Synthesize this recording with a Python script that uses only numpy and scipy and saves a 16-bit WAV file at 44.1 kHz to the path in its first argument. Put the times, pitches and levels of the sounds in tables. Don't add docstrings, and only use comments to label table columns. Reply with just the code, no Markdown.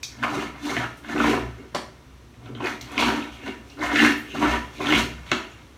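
import sys
import numpy as np
from scipy import signal
from scipy.fft import rfft, irfft
from scipy.io import wavfile
from scipy.ndimage import uniform_filter1d

SR = 44100
rng = np.random.default_rng(int(sys.argv[2]) if len(sys.argv) > 2 else 0)


def ratio_of_db(decibels):
    return 10 ** (np.asarray(decibels, float) / 20)


def wrap_up_sound(samples):
    columns = np.atleast_2d(samples).T
    tamed = np.clip(columns, -1, 1)
    steps = np.round(tamed * 32767).astype(np.int16)
    wavfile.write(sys.argv[1], SR, steps)


N = 254631

# frequency in Hz, width in Hz, level in dB.
SURGE_MODES = [(694, 152, -1), (813, 28, 0), (974, 38, 3), (1176, 32, 4), (1340, 143, 7.5), (1520, 39, -5)]
# frequency in Hz, width in Hz, level in dB.
RASP_MODES = [(1467, 54, -0.5), (1824, 91, -6.5), (1972, 130, -16.5), (2143, 170, -10.5)]
# frequency in Hz, width in Hz, level in dB.
SCRAPE_MODES = [(2246, 153, 4.5), (2783, 96, 7), (3270, 330, -4), (3820, 170, -6)]
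# frequency in Hz, density in dB per Hz.
SPRAY = [(2120, -37), (3600, -4.5), (4050, -4), (4450, -5), (4830, -9.5), (6230, -6.5), (8100, -15.5),
         (9770, -17.5), (10600, -21.5), (13900, -21.5), (16000, -31)]
# start in seconds, rise in seconds, hold in seconds, level in dB, brightness in dB.
GUSHES = [(0.11, 0.31, .005, -37, 5.5), (0.222, 0.0069, 0.0041, -23.5, -19.5),
          (0.267, 0.063, 0.086, -30.5, -10), (0.551, 0.14, 0.13, -35, 2.5), (1.034, 0.061, 0.02, -36, 3.5),
          (1.129, 0.05, 0.16, -27.5, -1), (1.242, 0.031, 0.011, -25.5, 2),
          (2.373, 0.099, 0.0052, -46.5, -6), (2.525, 0.04, .02, -50, -3),
          (2.598, 0.0045, 0.045, -34.5, -29), (2.611, 0.048, 0.0037, -30, 3.5),
          (2.782, 0.16, .09, -37.5, -0.5), (2.976, 0.028, 0.11, -24.5, -11), (3.073, 0.04, 0.12, -37.5, 0),
          (3.38, 0.085, .005, -38.5, 4.5), (3.78, 0.038, 0.073, -30.5, 1.5),
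          (3.883, 0.13, 0.057, -25.5, 12), (4.339, 0.005, 0.091, -34, -0.5),
          (4.398, 0.023, 0.037, -25, -2.5), (4.458, 0.041, 0.035, -29.5, 2.5),
          (4.797, 0.005, 0.033, -30, -11), (4.803, 0.095, 0.055, -24, 4), (5.225, 0.11, 0.047, -39.5, -2),
          (5.352, 0.089, 0.16, -55.5, 2)]
# start in seconds, rise in seconds, hold in seconds, scrape in dB, spray in dB.
SPLASHES = [(0.578, 0.092, 0.044, -48, -45), (2.64, 0.023, 0.014, -48, -44.5),
            (2.803, 0.0064, 0.02, -61, -56.5), (2.968, 0.026, 0.055, -30, -39),
            (3.304, 0.02, 0.018, -49.5, -57), (3.655, 0.02, 0.033, -58.5, -60),
            (4.272, 0.025, 0.016, -45, -53), (4.706, 0.034, 0.022, -53, -57),
            (4.892, 0.069, 0.031, -31.5, -37), (5.227, .04, 0.031, -52, -55.5),
            (5.306, .004, 0.013, -47, -61)]


def surge():
    drive = slips(per_s=260, spread_db=5.0, hiss=0.49)

    walls = lumpy(drive, SURGE_MODES, lump_db=1.5) + 0.024 * drive
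    body = rms_one(band(walls, 503, 1115)) + ratio_of_db(-4) * bubbles()
    body = band(band(body, 360, 4500), 360, 5000)

    rasp = band(lumpy(drive, RASP_MODES, lump_db=1.5), 1724, 2254)
    rasp = rms_one(band(rasp, 710, 4000))

    other_grains = np.roll(drive, SR)
    scrape = band(lumpy(other_grains, SCRAPE_MODES, lump_db=4.0), 2290, 6900)
    scrape = rms_one(band(scrape, 1600, 7500))

    splutter = uniform_filter1d(np.abs(drive), size=260) ** 0.85
    spray = coloured(0.07 * drive + 1.8 * splutter * rng.standard_normal(N), SPRAY)

    levels_db = []
    for *_, db, bright_db in GUSHES:
        upper_db = db - 4.5
        levels_db.append([db - 6.5,
                          upper_db - 4 + 0.93 * bright_db,
                          upper_db - 6 + 0.69 * bright_db,
                          upper_db - 10 + 0.47 * bright_db])
    for *_, scrape_db, spray_db in SPLASHES:
        levels_db.append([-120, -120, scrape_db, spray_db])
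    gains = summed([gush(*row[:3]) for row in GUSHES + SPLASHES], levels_db)
    layers = body, rasp, scrape, spray
    return sum(gain * ratio_of_db(2.0 * drift(27)) * layer for gain, layer in zip(gains, layers))


def gush(s, rise_s, hold_s):
    swell_db, drain_db_per_s = 19, 237
    trickle_db, trickle_fall_db_per_s = -25.5, 22.5
    rise = swell_db / max(rise_s, .002)
    opened = swell(s, 10, 2 * rise, 0)
    main = swell(s + rise_s, hold_s, rise, drain_db_per_s)
    trickle = swell(s + rise_s, hold_s, rise, trickle_fall_db_per_s)
    return opened * (main + ratio_of_db(2 * trickle_db) * trickle)


def slips(per_s, spread_db, hiss):
    sizes = ratio_of_db(spread_db * np.minimum(rng.exponential(1, N), 2.6)) * rng.choice([-1, 1], N)
    born = rng.random(N) < per_s * ratio_of_db(5 * drift(40)) / SR
    return rms_one(sizes * born) + hiss * rng.standard_normal(N)


def lumpy(x, modes, lump_db):
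    return sum((-1) ** k * ratio_of_db(lump_db * drift(27)) * resonate(x, [mode]) for k, mode in enumerate(modes))


def bubbles():
    pitches = np.geomspace(880, 2900, 24)
    born = slips(per_s=320, spread_db=5.0, hiss=0)
    dealt = rng.integers(0, 24, N)
    out = 0
    for k, hz in enumerate(pitches):
        mode = (hz, 1.96 * hz / 25.5, -4.0 * np.log2(hz / 1000))
        out = out + resonate(born * (dealt == k), [mode])
    return rms_one(out)


# frequency in Hz, phase waver in radians, flutter in dB.
COLUMN_MODES = [(63.2, 0.42, -0.5), (120.4, 0.63, 1.5), (231.4, 1, 2.5), (293.4, 1, 3)]
# frequency in Hz, width in Hz, level in dB.
GURGLE_MODES = [(271.5, 8.8, -2.5), (382.5, 30, 2.5), (400, 46, -0.5), (469, 92, -4.5)]
# peak in seconds, deepest mode in dB, second mode in dB.
HEAVES = [(.22, -49, -40.5), (.4, -45, -46), (.54, -53, -48), (.8, -44, -35), (1.25, -34.5, -49),
          (1.32, -44, -37), (1.44, -33.5, -35.5), (1.75, -53, -50), (2.2, -50, -67), (2.46, -59, -41),
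          (2.55, -64, -37), (2.84, -45, -45), (3.07, -37, -40), (3.33, -45, -50), (3.5, -67, -57),
          (3.61, -49, -63), (3.89, -39, -49), (4.05, -39.5, -41.5), (4.45, -50, -42), (4.51, -28.5, -56),
          (4.58, -46, -50), (4.84, -49, -44), (4.98, -31, -47), (5.03, -52, -35), (5.17, -39, -53),
          (5.38, -47.5, -51)]
# peak in seconds, third mode in dB, fourth mode in dB, gurgle in dB.
PUSHES = [(.234, -36, -36.5, -60), (.32, -42, -31.5, -41), (0.382, -34.5, -31, -32.5),
          (0.45, -41, -37, -38.5), (0.658, -38, -30.5, -61), (.722, -37, -52, -33), (.794, -44, -35, -55),
          (1.11, -40, -36, -56), (1.17, -40, -25, -47), (1.205, -25, -24, -23), (1.256, -24, -20.5, -28),
          (1.29, -36, -27.5, -26.5), (1.328, -27.5, -36, -21.5), (1.61, -46.5, -53, -40.5),
          (2.51, -41.5, -41, -40), (2.57, -41, -61, -60), (2.64, -57, -38, -32), (2.73, -45, -43, -43),
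          (3.01, -28, -25.5, -28), (3.08, -28, -45, -28.5), (3.169, -32, -26.5, -33.5),
          (3.487, -39, -52, -34), (3.6, -47, -72, -79), (3.821, -44, -34, -39), (3.93, -40, -29, -30.5),
          (4.041, -21, -17, -28), (4.1, -35, -24.5, -40), (4.36, -40, -55, -35), (4.438, -27, -23, -33),
          (4.472, -43, -40, -35), (4.54, -33.5, -38, -32.5), (4.82, -39, -45, -33.5),
          (4.91, -35, -19.5, -33), (4.99, -25.5, -40, -27)]


def column():
    t = np.arange(N) / SR
    rings = []
    for hz, waver, flutter_db in COLUMN_MODES:
        tone = np.sin(2 * np.pi * hz * t + waver * drift(9.5))
        rings.append(rms_one(tone * ratio_of_db(flutter_db * drift(21.7))))
    rough = slips(per_s=100, spread_db=2.0, hiss=0.27)
    gurgle = rms_one(band(resonate(rough, GURGLE_MODES), 195, 411))

    heaves = [swell(row[0], 0.0042, 164, 100) for row in HEAVES]
    pushes = [swell(row[0], 0.0032, 240, 146) for row in PUSHES]
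    deep_gains = summed(heaves, np.array(HEAVES)[:, 1:], [-53.5, -65])
    upper_gains = summed(pushes, np.array(PUSHES)[:, 1:], [-62.5, -68.5, -74])
    return sum(gain * ring for gain, ring in zip(deep_gains + upper_gains, rings + [gurgle]))


# time in seconds, crack in dB, crack frequency in Hz, thud in dB.
KNOCKS = [(0.031, -22, 2460, -52), (0.2355, 0, 1420, -25), (0.2283, -7, 1570, -42), (0.24, -7, 1125, -36),
          (0.279, -13, 1340, -40), (0.653, -19, 2200, -50), (0.841, -1.5, 1350, -26),
          (0.695, -15, 2050, -29), (0.767, -0.5, 1860, -17), (0.771, -20, 2740, -29),
          (1.047, -22, 1680, -57), (1.096, -12, 1440, -23.5), (1.163, -6, 1380, -37),
          (1.202, -1, 1360, -38), (1.243, 0.5, 1020, -28), (1.273, -2.5, 970, -30), (1.31, -14, 1880, -30),
          (1.334, -11, 1030, -31), (1.375, -4.5, 1010, -22), (1.7478, -6.5, 990, -19),
          (2.342, -30, 1810, -41.5), (2.46, -31, 1390, -47), (2.551, -20, 1180, -41),
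          (2.604, -17, 1100, -24), (2.672, -6.5, 1970, -27), (2.668, -1, 954, -42), (2.812, -21, 2180, -35),
          (2.913, -21, 950, -38), (2.979, -2, 2270, -26), (2.983, -7, 1100, -22), (2.998, -6, 1010, -22),
          (3.024, 4, 915, -32), (3.031, -10, 1300, -23), (3.008, -7.5, 1900, -26), (3.062, -8, 1070, -35),
          (3.084, -13, 1520, -26), (3.102, -3, 1570, -23)]
# time in seconds, crack in dB, crack frequency in Hz, thud in dB.
LATE_KNOCKS = [(3.48, -13.5, 2340, -22), (3.792, -20, 1050, -30), (3.826, -12, 1030, -23.5),
               (3.958, 1.5, 2100, -17.5), (4.347, -11, 750, -42), (4.355, -7, 1230, -27),
               (4.426, -1, 950, -13.5), (4.444, -5, 1410, -32), (4.803, -17, 720, -37),
               (4.805, -12, 1050, -18), (4.858, -10, 1910, -26), (4.9244, 0.5, 2150, -13),
               (4.93, -7, 1030, -23), (4.955, -8, 1110, -21), (4.975, 2.5, 1500, -20.5),
               (5.317, -2.5, 1420, -11.5)]
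# time in seconds, crack in dB.
RATTLE = [
    (4.002, 1.5),
    (4.012, -8),
    (4.025, 3.5),
    (4.047, 6),
    (4.058, -2),
    (4.064, -7),
    (4.072, -3),
    (4.098, -12),
]
# frequency in Hz, width in Hz, level in dB.
UPPER_MODES = [(233, 25, 3), (307, 26.5, 5), (370.5, 27, 2.5), (460, 65, -11), (694, 99, -7.5)]


def knocks():
    t = np.arange(1024) / SR
    rattle = [(s, db, 1690, db - 23) for s, db in RATTLE]
    hits = KNOCKS + LATE_KNOCKS + rattle
    chatter = rng.standard_normal((len(hits), len(t))) * np.exp(-t / 0.001)
    chatter[:, 0] = 6
    chatter /= np.linalg.norm(chatter, axis=1)[:, None]
    out, thud = np.zeros((2, N + len(t)))
    for (s, db, hz, thud_db), touch in zip(hits, chatter):
        crack = resonate(touch, [(hz, 0.11 * hz, 7)]) + 0.5 * band(touch, 0.37 * hz, 3.7 * hz)
        crack = band(band(crack, 420, 2.2 * hz), 220, 1.83 * hz)
        at = round(s * SR)
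        out[at:at + len(t)] += ratio_of_db(db + 11.0) * crack
        thud[at] = ratio_of_db(thud_db + 23.0)
    boom = band(thud + 4.24 * resonate(thud, UPPER_MODES), 115, 820)
    return (out + boom)[:N]


# time in seconds, level in dB, centre in Hz, width in Hz, decay in milliseconds.
SPURTS = [(0.0308, -27, 5200, 3500, 12), (0.028, -47, 10600, 9200, 19), (.97, -56, 9000, 11000, 25),
          (1.7478, -26, 4390, 720, 7.7), (1.7478, -32.5, 5000, 6800, 16), (1.748, -25, 1040, 1800, 14.7),
          (5.3165, -34.5, 830, 750, 16), (0.2275, -15.5, 1600, 810, 2.2), (2.7, -49, 3700, 950, 4.5),
          (2.5502, -38, 3300, 850, 4.5), (2.8118, -37, 5200, 4700, 5.6), (2.8123, -50, 12900, 5100, 8.5),
          (2.918, -47, 8600, 11000, 6.0), (3.7, -45, 5000, 2500, 4.0), (5.436, -35, 2750, 500, 6.0),
          (4.303, -39, 2800, 360, 15), (4.303, -54, 6200, 900, 11), (3.951, -35.5, 6100, 2500, 14),
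          (4.176, -50.5, 12200, 6900, 30), (4.215, -57, 8000, 670, 21), (5.287, -49, 2450, 2300, 27),
          (5.316, -14, 2780, 3000, 3.5), (5.3147, -42.5, 9300, 8000, 4.7), (5.3158, -22.5, 5800, 3600, 2.3),
          (2.9785, -27, 3500, 3100, 5.8), (2.995, -30.5, 4140, 920, 46), (1.7476, -50, 12000, 5500, 10),
          (0.2362, -13, 1700, 2500, 0.88), (0.767, -24, 2970, 580, 4.4), (1.2025, -21, 1300, 700, 5),
          (3.958, -16.5, 1900, 1500, 6.2), (5.512, -52, 6900, 580, 6.4)]


def spurts():
    out, t = np.zeros(N), np.arange(SR // 5) / SR
    hisses = rng.standard_normal((len(SPURTS), len(t)))
    for (s, db, hz, width_hz, ms), hiss in zip(SPURTS, hisses):
        edges = hz - width_hz / 2, hz + width_hz / 2
        jet = rms_one(band(band(hiss, *edges), *edges)) * np.exp(-t * 1000 / ms)
        out[round(s * SR):][:len(t)] += ratio_of_db(db) * jet
    return out


# time in seconds, level in dB, frequency in Hz.
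TICKS = [(0.0316, -23, 2360), (0.2307, -28, 2730), (0.2362, -21, 2900), (0.241, -14, 2320),
         (0.6443, -38, 2810), (0.7142, -27, 2840), (1.0674, -45, 2860), (1.0838, -34, 2710),
         (1.1806, -24, 2650), (1.2819, -27, 2940), (1.7472, -24, 4250), (1.7484, -20, 1240),
         (1.749, -22.5, 2860), (1.7493, -22, 5300), (1.761, -24, 1200), (1.786, -31, 3350),
         (2.4592, -38.5, 3540), (2.459, -50, 2500), (2.55, -36, 3800), (2.5515, -41, 1990),
         (2.6043, -35, 1900), (2.627, -32, 2580), (2.642, -25, 2500), (2.6498, -23, 2500),
         (2.659, -21.5, 4530), (2.6699, -18, 2480), (2.726, -27, 2400), (2.8107, -27, 4050),
         (2.812, -35, 5400), (2.816, -29, 6300), (2.979, -15.5, 2780), (2.996, -26, 4300),
         (3.0324, -16, 2920), (3.035, -24, 4400), (3.05, -27, 4200), (3.084, -17, 3000),
         (3.2265, -26, 2570), (3.4775, -25.5, 2740), (3.7937, -33, 4370), (3.8101, -28, 3810),
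         (3.8635, -22, 2810), (3.9593, -14, 2000), (3.9626, -15, 3700), (4.0025, -7.5, 1900),
         (4.0255, -11.5, 1850), (4.0485, -12, 2100), (4.312, -33, 2790), (4.3475, -32, 1500),
         (4.3649, -29, 3470), (4.4661, -24.5, 2590), (4.7829, -34, 4040), (4.8064, -29, 2590),
         (4.8587, -26, 3640), (4.87, -13, 3270), (4.906, -12, 2900), (4.953, -13, 2810), (4.976, -24, 2830),
         (5.2898, -38, 3220), (5.3174, -9, 2750), (5.3187, -15, 1430)]
# time in seconds, level in dB, frequency in Hz.
GLUGS = [(0.235, -15.5, 1070), (0.278, -26, 1310), (0.326, -19, 785), (0.679, -26, 942), (0.731, -22, 980),
         (0.77, -18.5, 694), (1.163, -23, 1310), (1.201, -13, 1170), (1.241, -13, 980), (1.274, -17, 964),
         (1.334, -18, 1020), (1.376, -20, 988), (1.743, -31, 1100), (1.747, -17.5, 1200), (2.604, -23, 993),
         (2.646, -23, 931), (2.67, -22, 1020), (2.979, -19, 1030), (2.997, -21, 1030), (3.023, -10, 939),
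         (3.069, -18, 915), (3.107, -20, 1000), (3.794, -31, 603), (3.816, -28, 1050), (3.826, -18, 1020),
         (4.001, -19, 810), (4.023, -13, 1260), (4.347, -26, 660), (4.425, -20.5, 969), (4.469, -21, 1000),
         (4.537, -24, 974), (4.795, -26, 665), (4.804, -28, 1050), (4.856, -25, 1070), (4.923, -14, 935),
         (5.317, -12, 1310)]


def drops():
    return fading_cycles(TICKS, cycles=11) + ratio_of_db(-6) * fading_cycles(GLUGS, cycles=14)


def fading_cycles(rows, cycles):
    out, t = np.zeros(N), np.arange(1024) / SR
    for s, db, hz in rows:
        onset = 1 - np.exp(-1.5 * hz * t)
        decay = ratio_of_db(-26.0 * hz * t / cycles)
        out[round(s * SR):][:len(t)] += ratio_of_db(db) * np.sin(2 * np.pi * hz * t) * onset * decay
    return out


# peak in seconds, hold in seconds, level in dB.
SLOSHES = [
    (.33, 0.069, -40),
    (0.768, .03, -41),
    (1.188, 0.11, -38.5),
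    (2.66, .03, -63),
    (3.024, 0.13, -44),
    (3.994, 0.07, -46.5),
    (4.439, .05, -38),
    (4.928, 0.094, -34),
    (5.327, .02, -48),
]


def slosh():
    shapes = [swell(s, hold_s, 164, 100) for s, hold_s, _ in SLOSHES]
    gain, = summed(shapes, np.array(SLOSHES)[:, 2:])
    rough = slips(per_s=200, spread_db=7.0, hiss=0.46)
    return gain * rms_one(band(band(rough, 104, 169), 136, 315))


# frequency in Hz, reverberation time in seconds.
TILE_T60 = [(100, 0.11), (300, 0.45), (800, 0.43), (2000, 0.38), (5000, 0.38), (13000, 0.35)]
# delay in milliseconds, level in dB.
ECHOES = [
    (1.9, 4),
    (3.5, -9.5),
    (8.5, -1.5),
    (12.5, -2),
    (17, -4),
]


def bathroom(x):
    size = SR // 2
    t = np.arange(size) / SR
    lows = 90 * 2 ** np.arange(0, 8.)
    highs = np.append(lows[1:-1], 19000)
    tail = 0
    for low, high in zip(lows, highs):
        decay = ratio_of_db(-60 * t / at_hz(TILE_T60, 1.4 * low))
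        tail = tail + band(rng.standard_normal(size), low, high) * decay
    tail *= 1 - np.exp(-t / 0.0035)
    response = ratio_of_db(-0.5) * tail / np.sqrt(np.sum(tail ** 2))
    echoes = np.zeros(size)
    for ms, db in ECHOES:
        echoes[round(ms * SR / 1000)] = ratio_of_db(db - 5)
    response += band(echoes, 49, 3480)
    response[0] = 1
    return signal.fftconvolve(x, response)[:N]


# frequency in Hz, density in dB per Hz.
FLOOR = [(110, -20), (190, -32), (246, 6), (750, -8.5), (1130, -6.5), (1360, -10), (3760, -14.5),
         (4970, -18.5), (5990, -16), (6570, -21.5), (16000, -31.5)]


def background_hiss():
    return ratio_of_db(-49.5 - 3.5) * coloured(rng.standard_normal(N), FLOOR) * ratio_of_db(1.6 * drift(0.33))


def rumble():
    return ratio_of_db(-53 + 1.5) * rms_one(band(band(rng.standard_normal(N), 36, 138), 43, 480))


def swell(peak_s, hold_s, rise_db_per_s, fall_db_per_s):
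    t = np.arange(0, N + 64, 64) / SR - peak_s
    rise_db = rise_db_per_s * np.minimum(t, 0)
    fall_db = fall_db_per_s * np.maximum(t - hold_s, 0)
    return ratio_of_db(2 * (rise_db - fall_db))


def summed(shapes, dbs, rest_db=-120):
    power = ratio_of_db(2 * np.transpose(dbs)) @ shapes + ratio_of_db(2 * np.reshape(rest_db, (-1, 1)))
    return [np.interp(np.arange(N) / 64, np.arange(len(p)), np.sqrt(p)) for p in power]


def resonate(x, modes):
    out = 0
    for k, (hz, width, db) in enumerate(modes):
        r = np.exp(-np.pi * width / SR)
        b = (1 - r * r) / 2 * np.array([1, 0, -1]) * ratio_of_db(db) * (-1) ** k
        out = out + signal.lfilter(b, [1, -2 * r * np.cos(2 * np.pi * hz / SR), r * r], x + 1e-18)
    return out


def band(x, low_hz, high_hz):
    return signal.sosfilt(signal.butter(2, [low_hz, high_hz], "band", fs=SR, output="sos"), x)


def coloured(x, points):
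    hz = np.fft.rfftfreq(N, 1 / SR)
    skirt = np.minimum(hz / points[0][0], 1) ** 4
    return rms_one(irfft(rfft(x) * ratio_of_db(at_hz(points, hz)) * skirt, N))


def at_hz(points, hz):
    points = np.array(points)
    return np.interp(np.log(hz + 1), np.log(points[:, 0]), points[:, 1])


def drift(rate):
    r = np.exp(-2 * np.pi * rate / SR)
    return rms_one(signal.lfilter([1], [1, -2 * r, r * r], rng.standard_normal(N + SR))[SR:])


def rms_one(x):
    return x / np.sqrt(np.mean(x ** 2) + 1e-20)


def scene():
    hiss = background_hiss()
    hum = rumble()
    wet_drops = drops()
    at_tube = surge() + ratio_of_db(-3.5) * wet_drops + knocks() + spurts()
    mix = bathroom(at_tube) + 0.74 * wet_drops + column() + slosh() + hiss + hum
    return mix[None]


def roll_off(x):
    return signal.sosfilt(signal.butter(12, 15880, fs=SR, output="sos"), x)


def record(dry):
    thin = signal.sosfilt(signal.butter(2, 42, "high", fs=SR, output="sos"), dry)
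    thin = thin - 0.28 * resonate(thin, [(4890, 350, 0)])
    finished = 1.164 * np.tanh(thin / 1.238)
    return roll_off(finished)


dry = scene()
out = record(dry)
wrap_up_sound(out)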